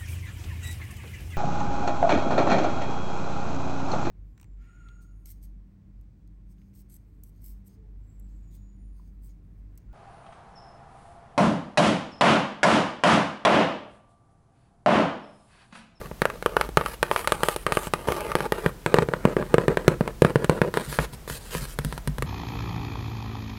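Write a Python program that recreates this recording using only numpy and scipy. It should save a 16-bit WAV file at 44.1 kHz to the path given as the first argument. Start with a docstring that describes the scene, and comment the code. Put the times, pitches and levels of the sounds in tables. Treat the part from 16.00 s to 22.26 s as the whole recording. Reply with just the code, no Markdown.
"""In a quiet room, long fingernails tap quickly on a cardboard box beside a microphone.
Each impact excites the box's damped modes, and the nail slides a little after landing, driving them by
stick-slip friction. The fingers work from the stiff edge, which clacks, onto the hollow lid, which
knocks; then the flat hand strokes the lid and soft fingertips bump it. The house drones faintly
underneath, and the hardest taps clip at full scale."""
import sys
import numpy as np
from scipy import signal
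from scipy.fft import rfft, irfft, next_fast_len
from scipy.io import wavfile
from scipy.ndimage import map_coordinates

SR = 44100
rng = np.random.default_rng(int(sys.argv[2]) if len(sys.argv) > 2 else 0)


def digitize_waveform(pressure):
    """Quantize a signal to 16-bit integers and store it at the path in sys.argv[1].

    Rows of a 2-D input are taken as channels; values are limited to [-1, 1].
    """
    field = np.atleast_2d(pressure).T
    bounded = np.clip(field, -1, 1)
    quanta = np.round(bounded * 32767).astype(np.int16)
    wavfile.write(sys.argv[1], SR, quanta)


N = 276066
FILTER_SIZE = 8192
FILTER_HZ = np.fft.rfftfreq(FILTER_SIZE, 1 / SR)


def amp(db):
    """Amplitude ratio: tenfold for every 20 dB."""
    return 10 ** (np.asarray(db) / 20)


def unit_rms(x):
    """Normalisation to an rms of 1."""
    return x / np.sqrt(np.mean(x ** 2) + 1e-20)


def curve_at(points, hz):
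    """Interpolation of (frequency, value) points on a logarithmic frequency axis."""
    f, values = np.transpose(points)
    return np.interp(np.log(hz + 1), np.log(f + 1), values)


def add(track, s, x):
    """Superposition: x joins the track at s seconds."""
    start = max(round(s * SR), 0)
    part = track[start:start + len(x)]
    part += x[:len(part)]


def wobble(rate, count):
    """Smooth random modulation: a spline through rate random knots a second."""
    knots = rng.standard_normal(int(count * rate / SR) + 4)
    return map_coordinates(knots, [np.arange(count) * rate / SR])


def coloured(x, gain_db):
    """Minimum-phase filtering, with gains given on FILTER_HZ: causality keeps attacks sharp."""
    cepstrum = irfft(np.log(amp(gain_db) + 1e-6))
    cepstrum[1:FILTER_SIZE // 2] *= 2
    cepstrum[FILTER_SIZE // 2 + 1:] = 0
    return signal.fftconvolve(x, irfft(np.exp(rfft(cepstrum))))[:len(x)]


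# The room at rest. Each row: frequency in Hz, relative spectral density in dB.
FLOOR_SPECTRUM = [(20, -14), (31, -11), (40, -11), (48, -10), (60, -1.5), (85, -7), (120, -8), (175, -9.5),
                  (300, -16.5), (480, -18), (2500, -30), (6500, -34), (13000, -35), (16000, -38)]
# The drone in the house. Each row: frequency in Hz, rms level in dB about which it wavers.
DRONE_TONES = [(40.2, -46.5), (55, -51.5)]


def background(floor_db=-46, waver_db=4.0, drift_rad=0.55):
    """Noise floor: rumble and microphone hiss, with a house drone modulated in amplitude and phase."""
    hz, t = np.fft.rfftfreq(N, 1 / SR), np.arange(N) / SR
    spectrum = rfft(rng.standard_normal(N)) * amp(curve_at(FLOOR_SPECTRUM, hz))
    out = amp(floor_db) * unit_rms(irfft(spectrum, N))
    for drone_hz, db in DRONE_TONES:
        level = amp(db + waver_db * wobble(3.34, N))
        phase = 2 * np.pi * drone_hz * t + drift_rad * wobble(3.78, N)
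        out += level * unit_rms(np.sin(phase))
    return out


# The room's decay. Each row: frequency in Hz, time to fall 60 dB in seconds.
REVERB_TIMES = [(100, 0.52), (500, 0.28), (2000, 0.27), (12000, 0.081)]


def reverberation(x):
    """Absorption in a small furnished room: the diffuse tail decays exponentially, treble first."""
    hz, t, spectra = signal.stft(rng.standard_normal(SR // 2), SR, nperseg=256)
    decay = amp(-60 * t / curve_at(REVERB_TIMES, hz)[:, None])
    tail = signal.istft(spectra * decay, SR, nperseg=256)[1]
    delayed_tail = np.pad(tail / np.linalg.norm(tail), (SR // 150, 0))
    return signal.fftconvolve(x, delayed_tail)[:N]


# The hand's path. Each row: time in seconds, position from 0 (edge) to 1 (lid).
HAND_PATH = [(0, 0.42), (1.3, 0), (2.3, 0.036), (2.6, 0.45), (2.95, 0.7), (3.25, 0.75), (6.26, 1)]


def lid_share(s):
    """Driving point at time s, which decides how strongly each mode is excited."""
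    return np.interp(s, *np.transpose(HAND_PATH))


# The hand opens. Each row: time in seconds, pose from 0 (on the nail tips) to 1 (lying flat).
HAND_POSE = [(4.6, 0.016), (5.05, 0.99)]


def flatness(s):
    """Contact geometry at time s: how flat the hand lies."""
    return np.interp(s, *np.transpose(HAND_POSE))


# The box's modes. Each row: frequency in Hz, bandwidth in Hz, relative level in dB when struck at
# the edge, and when struck on the lid.
BOX_MODES = [(59.7, 29, 3, -2.5), (151, 49, -7, -2), (177.5, 50, -6.5, -6), (350, 38, -10.5, -15.5),
             (421.3, 94, -1, 0.5), (488, 70, -4, -2), (584, 68, -2.5, -14.5), (859, 90, -2, -11.5),
             (976, 72, -17.5, -3.5), (1185, 85, 0.5, -9), (1402, 146, -12, -6), (1640, 152, -6.5, -0.5),
             (1844, 115, -8.5, -5), (2170, 100, -8, -14), (2450, 210, -9.5, -16), (3054, 480, -3, -26),
             (3930, 610, -2.5, -4.5), (4500, 1200, -19, -8)]


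def box_response(s, spread_db=4.0, scatter_db=-18.0, scatter_t60=0.025):
    """Modal impulse response at the spot touched at time s: all modes start inward together."""
    hz, width, edge_db, lid_db = np.transpose(BOX_MODES)
    level_draw, shift_draw = rng.standard_normal((2, len(BOX_MODES)))
    gain = width * amp(edge_db + lid_share(s) * (lid_db - edge_db) + spread_db * level_draw)
    loaded_hz = hz + width * shift_draw / 5  # the finger's load nudges each mode
    t = np.arange(FILTER_SIZE // 4) / SR
    modes = np.exp(-np.pi * width[:, None] * t) * np.cos(2 * np.pi * loaded_hz[:, None] * t)
    # short bending waves scatter among the flutes of the board
    scatter = signal.lfilter(*signal.butter(1, [1500, 5000], "band", fs=SR), rng.standard_normal(len(t)))
    return -gain @ modes / gain.sum() + amp(scatter_db - 60 * t / scatter_t60) * unit_rms(scatter)


# The nail sings lower as the fingers lean over. 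Each row: time in seconds, resonance in Hz.
NAIL_PITCH = [(0, 12400), (0.47, 12000), (0.8, 11000), (1.2, 10700), (1.3, 8400), (1.45, 9600), (1.7, 9150),
              (1.83, 7900), (2.0, 11200), (2.55, 11000), (2.87, 8100), (3.9, 8260), (4.3, 9800),
              (4.45, 7900), (4.6, 10200), (4.8, 8900), (6.26, 9500)]
# A long free edge sings lower and more sharply. Each row: resonance in Hz, peak in dB before damping.
NAIL_PEAKS = [(7900, 8.5), (9000, 5), (10300, 3), (13000, 3)]


def nail_resonance_db(s, width_octaves=0.14, dip_db=4, dip_ratio=0.63, flat_damping=0.45):
    """Resonance of the free nail edge: a narrow peak with a dip below, weaker when the hand lies flat."""
    def bell(centre_hz):
        return np.exp(-.5 * (np.log2((FILTER_HZ + 1) / centre_hz) / width_octaves) ** 2)

    hz = np.interp(s, *np.transpose(NAIL_PITCH))
    on_tips = 1 - flat_damping * flatness(s)
    return on_tips * (curve_at(NAIL_PEAKS, hz) * bell(hz) - dip_db * bell(dip_ratio * hz))


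# The hollow, board, crack and nail registers. Each row: lower limit in Hz, upper limit in Hz.
REGISTERS = [(100, 650), (850, 2000), (2600, 6000), (7500, 14000)]
CENTRES_HZ = np.sqrt(np.prod(REGISTERS, axis=1))


def register_levels(colours, s, strength_db, tilt_db):
    """Spectral balance in dB: spot and pose set the colour, and the contact tilts it about 1 kHz."""
    lid = lid_share(s)
    shares = [1 - lid, lid, flatness(s)]
    colour_db = np.dot(shares, [colours["edge"], colours["lid"], colours["flat hand"]])
    return strength_db + colour_db + tilt_db * np.log2(CENTRES_HZ / 1000)


def voiced(x, levels_db, seconds):
    """Equalisation for a finger's force and angle: each register's energy / seconds nears its level."""
    size = next_fast_len(len(x))
    hz = np.fft.rfftfreq(size, 1 / SR)
    power = 2 * abs(rfft(x, size)) ** 2 / (size * seconds * SR)
    gains_db = np.zeros(len(REGISTERS))
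    for _ in range(3):
        shaped = power * amp(curve_at(np.column_stack([CENTRES_HZ, gains_db]), hz)) ** 2
        band_power = [shaped[(hz > low) & (hz < high)].sum() + 1e-20 for low, high in REGISTERS]
        gains_db = gains_db + levels_db - 10 * np.log10(band_power)
    return coloured(x, curve_at(np.column_stack([CENTRES_HZ, gains_db]), FILTER_HZ))


# The flexing lid and the air under it. Each row: frequency in Hz, relative level in dB, time to
# fall 60 dB in seconds.
LID_MODES = [(56.2, -1.5, 0.25), (147.6, 3.5, 0.14), (192.3, -3.5, 0.12), (236, -5.5, 0.093)]
# Soft pushes on the lid. Each row: start in seconds, peak level in dB.
BUMPS = [(4.775, -37), (4.877, -26.5), (4.987, -18), (5.127, -33), (5.301, -28), (5.55, -24), (5.613, -27),
         (5.789, -24.5), (5.848, -21), (5.93, -30), (6.075, -18), (6.184, -22), (6.224, -21)]


def fingertip_bumps(attack_s=0.0029, detune=0.06):
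    """Compliant impact: flesh is too soft to excite the high modes, so only the whole lid flexes."""
    out, t = np.zeros(N), np.arange(SR // 2) / SR
    for s, peak_db in BUMPS:
        thud = sum(amp(db - 60 * t / t60) * np.sin(2 * np.pi * hz * rng.normal(1, detune) * t)
                   for hz, db, t60 in LID_MODES)
        thud *= 1 - np.exp(-t / attack_s)
        add(out, s, -amp(peak_db) * thud / abs(thud).max())
    return out


def moving_contact(force, start, spot_s=0.045):
    """Time-varying convolution: a sliding finger crosses spots that each answer a little differently."""
    spots = np.arange(len(force)) / SR / spot_s
    out = np.zeros(len(force) + FILTER_SIZE // 2)
    for spot in range(int(spots[-1]) + 2):
        near = np.flatnonzero(abs(spots - spot) < 1)
        if len(near):
            crossfade = np.cos(np.pi / 2 * (spots[near] - spot))
            add(out, near[0] / SR, signal.fftconvolve(force[near] * crossfade, box_response(start)))
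    return out


# Friction on paper. Each row: frequency in Hz, relative gain in dB.
FRICTION_SPECTRUM = [(30, -29.5), (130, -13.5), (400, -8), (1700, -7), (3000, 1.5), (5000, -0.5), (6700, 0),
                     (9000, 2), (13000, 3.5), (16000, -1)]
# A slide's colour by spot or pose. Each entry: hollow, board, crack and nail weights in dB.
SLIDE_COLOURS = {"edge": (1, 0.5, -9, -8), "lid": (11.5, -0.5, -15.5, -21),
                 "flat hand": (-13, 2, 16.5, 23.5)}
# A nail or the hand slides. Each row: start in seconds, end in seconds, relative strength in dB,
# lightness as treble tilt in dB per octave.
SLIDE_STROKES = [(0.0, 0.076, -45.5, 0.5), (0.226, 0.375, -49.5, -0.3), (0.467, 0.57, -45.5, -0.8),
                 (0.578, 0.675, -43, 0), (0.781, 0.865, -44, 0.5), (0.863, 0.95, -44, 2),
                 (1.035, 1.113, -46.5, 0.2), (1.116, 1.158, -40, 1), (1.165, 1.221, -38.5, 1.5),
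                 (1.222, 1.261, -46.5, 2), (1.28, 1.44, -42, 0.2), (1.439, 1.548, -40.5, 1.7),
                 (1.563, 1.642, -54, 2.9), (1.673, 1.732, -40, -1.8), (1.722, 1.84, -41.5, 1.8),
                 (1.83, 1.882, -43.5, 2), (1.939, 2.073, -46, -0.5), (2.07, 2.195, -34.5, -1.1),
                 (2.188, 2.337, -38, -1.4), (2.358, 2.474, -37, -1), (2.526, 2.704, -40.5, 0),
                 (2.864, 2.935, -41, 0.1), (2.946, 3.036, -34.5, -0.5), (3.098, 3.26, -47, -0.4),
                 (3.266, 3.341, -40, -0.3), (3.37, 3.433, -39, -0.9), (3.435, 3.543, -48, 1),
                 (3.584, 3.658, -39, -0.2), (3.689, 3.745, -36.5, -1.5), (3.783, 3.89, -46, 0.4),
                 (3.891, 3.944, -38.0, 0), (4.013, 4.113, -46, -0.5), (4.234, 4.314, -36.5, 0.6),
                 (4.367, 4.462, -41.5, 0.2), (4.506, 4.59, -37.5, 0.3), (4.624, 4.692, -38.0, -1.1),
                 (4.743, 4.823, -38, 0.8), (4.825, 4.897, -49, 2.5), (4.887, 4.98, -45.5, 2.2),
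                 (4.991, 5.057, -39.5, -1.85), (5.122, 5.151, -51, -0.5), (5.275, 5.385, -48.5, 0.54),
                 (5.393, 5.55, -56.5, -0.1), (5.505, 5.605, -44, -0.3), (5.606, 5.662, -47, 0),
                 (5.665, 5.746, -56, 1.2), (5.785, 5.992, -56, -0.8)]


def slides(friction_db=-0.4, slips_per_s=600, flat_extra_per_s=1500, slip_spread_db=4.5, catch_hz=4200,
           hiss=0.72, uneven_db=0.64, rise_s=0.0029, fall_s=0.0081, flat_swell=0.46):
    """Stick-slip friction: tiny slips on the paper drive the box's modes, finer under the flat hand."""
    out = np.zeros(N)
    for start, end, strength_db, tilt_db in SLIDE_STROKES:
        length, flat = end - start, flatness(start)
        span = length + fall_s
        count = int(span * SR)
        t = np.arange(count) / SR
        caught = rng.random(count) < (slips_per_s + flat * flat_extra_per_s) / SR
        slips = caught * rng.choice([-1, 1], count) * amp(slip_spread_db * rng.standard_normal(count))
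        # a nail presses at once, while the flat hand swells and fades
        pressure = np.clip(t / rise_s, 0, 1) * np.clip((span - t) / (2 * fall_s), 0, 1)
        pressure *= amp(uneven_db * wobble(73.3, count))
        pressure *= 1 - flat_swell * flat * (1 - np.sin(np.pi * t / span))
        # single slips are heard in the board; in the treble they merge into a smooth hiss
        catches = signal.lfilter(*signal.butter(1, catch_hz, fs=SR), slips)
        force = pressure * (unit_rms(catches) + hiss * rng.standard_normal(count))
        contact_db = curve_at(FRICTION_SPECTRUM, FILTER_HZ) + nail_resonance_db(start)
        rub = coloured(moving_contact(force, start), contact_db)
        levels_db = register_levels(SLIDE_COLOURS, start, strength_db, tilt_db)
        add(out, start, amp(friction_db) * voiced(rub, levels_db, length))
    return out


# A nail's blow. Each row: frequency in Hz, relative gain in dB.
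IMPACT_SPECTRUM = [(30, -15.5), (120, 6), (1700, 2), (3000, 4.5), (5000, 0), (6800, -2), (9000, 3.5),
                   (12000, 2), (16000, -3)]
# A tap's colour by spot or pose. Each entry: hollow, board, crack and nail weights in dB.
TAP_COLOURS = {"edge": (-2, 0.5, -10.5, -14.5), "lid": (11.5, 0, -15, -22),
               "flat hand": (-10.5, 0.5, 6.5, 12.5)}
# A finger lands. Each row: start in seconds, relative strength in dB, hardness as treble tilt in
# dB per octave, thump of the finger's weight in dB.
LANDINGS = [(0.114, -39.5, -3.5, -2.5), (0.219, -20, -0.16, -1.5), (0.2545, -19.5, -0.9, -5.0),
            (0.301, -30.5, -0.8, -12.0), (0.4256, -35, 1.2, 3.5), (0.4612, -19, -0.46, -1),
            (0.5676, -15.5, -2.5, -9.5), (0.6121, -20, 0.2, -7.5), (0.6907, -43.5, 2.5, 16),
            (0.7723, -12, -1.3, -3.5), (0.8117, -24.5, -3, -9), (0.8614, -24.0, -0.5, -14),
            (1.0292, -18.5, 0.5, 0.5), (1.1136, -18.5, -2.0, -6.5), (1.162, -19.5, -1.5, -11.5),
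            (1.2462, -32, -5, -15), (1.2745, -21.5, 1.3, -1), (1.3216, -19.0, 1.0, 3),
            (1.4337, -20.5, 1.0, 3.5), (1.4862, -21.5, 1.5, 5.5), (1.5627, -34, 4, 17),
            (1.6659, -20.5, -0.5, -2), (1.7224, -22.5, 0.3, 0.5), (1.7714, -21, -0.0, 4),
            (1.871, -36, 2.0, 13), (1.9371, -21, 0.5, 2.0), (2.0864, -24, -2, 1.0), (2.1219, -28.5, 0.5, 1),
            (2.2072, -40, 3.5, 2), (2.3181, -28.5, -1.3, -11), (2.3537, -21.0, 0.3, 4.5),
            (2.4056, -27, -1, -2.0), (2.5222, -23.5, 1.3, 5), (2.662, -21, -0.9, 0),
            (2.8625, -22.5, 1.0, -2), (2.9424, -16.5, 0, -0.5), (2.9863, -16, -2, -8.5),
            (3.023, -29, 0.1, 1), (3.0875, -33.5, 0.3, 4.5), (3.137, -20.5, -3, -16),
            (3.253, -19.5, -0.4, 1.5), (3.2742, -44.5, 0.5, 13.5), (3.367, -26.5, -1.3, 0.5),
            (3.4255, -29.5, -3.5, -11), (3.5421, -20.5, 1.16, 6), (3.5825, -21.0, -1, -2.5),
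            (3.6817, -23.5, 0.3, 2.5), (3.7722, -22, -0.1, -5), (3.8801, -19, 3, 9),
            (4.0091, -28.5, -0.6, 4.5), (4.0775, -30, 1.3, -2.5), (4.221, -21, 2, 9.0),
            (4.2485, -19, -0.2, -1), (4.3578, -22, -0.2, 1.0), (4.445, -31, 4, 6.5), (4.4964, -21, 1.66, 4),
            (4.617, -19.5, -0.65, -3.5), (4.7406, -28.5, 1, -6), (4.7728, -21.5, -0.7, -5.0),
            (4.9272, -35, 1, 1), (4.9885, -18.5, -4, -13.5), (5.2775, -40.5, -1, 3),
            (5.2997, -34.5, 0.9, 0.5), (5.55, -31.5, -0.8, -0.0), (5.7889, -30.0, 0.4, 5.5),
            (5.8484, -38, 3, 13), (5.9257, -34.5, -0.4, -2.5), (5.9788, -36.0, 0, 1),
            (6.0755, -35.0, 2.1, 8.5), (6.1837, -35, 0, 3), (6.2236, -29, -0.4, 1.5)]


def nail_taps(force_db=-0.7, nail_share=0.64):
    """Impulse excitation: a hard nail tip gives one sharp push, and the box rings briefly."""
    out = np.zeros(N)
    for s, strength_db, tilt_db, thump_db in LANDINGS:
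        contact_db = curve_at(IMPACT_SPECTRUM, FILTER_HZ) + nail_share * nail_resonance_db(s)
        blow = coloured(box_response(s), contact_db)
        levels_db = register_levels(TAP_COLOURS, s, strength_db, tilt_db)
        levels_db[0] += thump_db  # the finger's weight reaches only the hollow register
        add(out, s, amp(force_db) * voiced(blow, levels_db, seconds=0.01))
    return out


def scene(room_db=-20):
    """Direct and diffuse fields: a hand's length from the box, the direct sound dominates."""
    direct = nail_taps() + slides() + fingertip_bumps()
    return (direct + amp(room_db) * reverberation(direct) + background())[None]


def record(dry, top_hz=15950, roll_off_hz=500):
    """Clipping and band limiting: a hard tap's first swing flattens, and the top treble is cut."""
    size = next_fast_len(N + FILTER_SIZE)
    hz = np.fft.rfftfreq(size, 1 / SR)
    passband = np.clip((top_hz - hz) / roll_off_hz + .5, 0, 1)
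    clipped = np.clip(dry, -1, 1)
    return irfft(rfft(clipped, size) * passband, size)[..., :N]


dry = scene()
out = record(dry)
digitize_waveform(out)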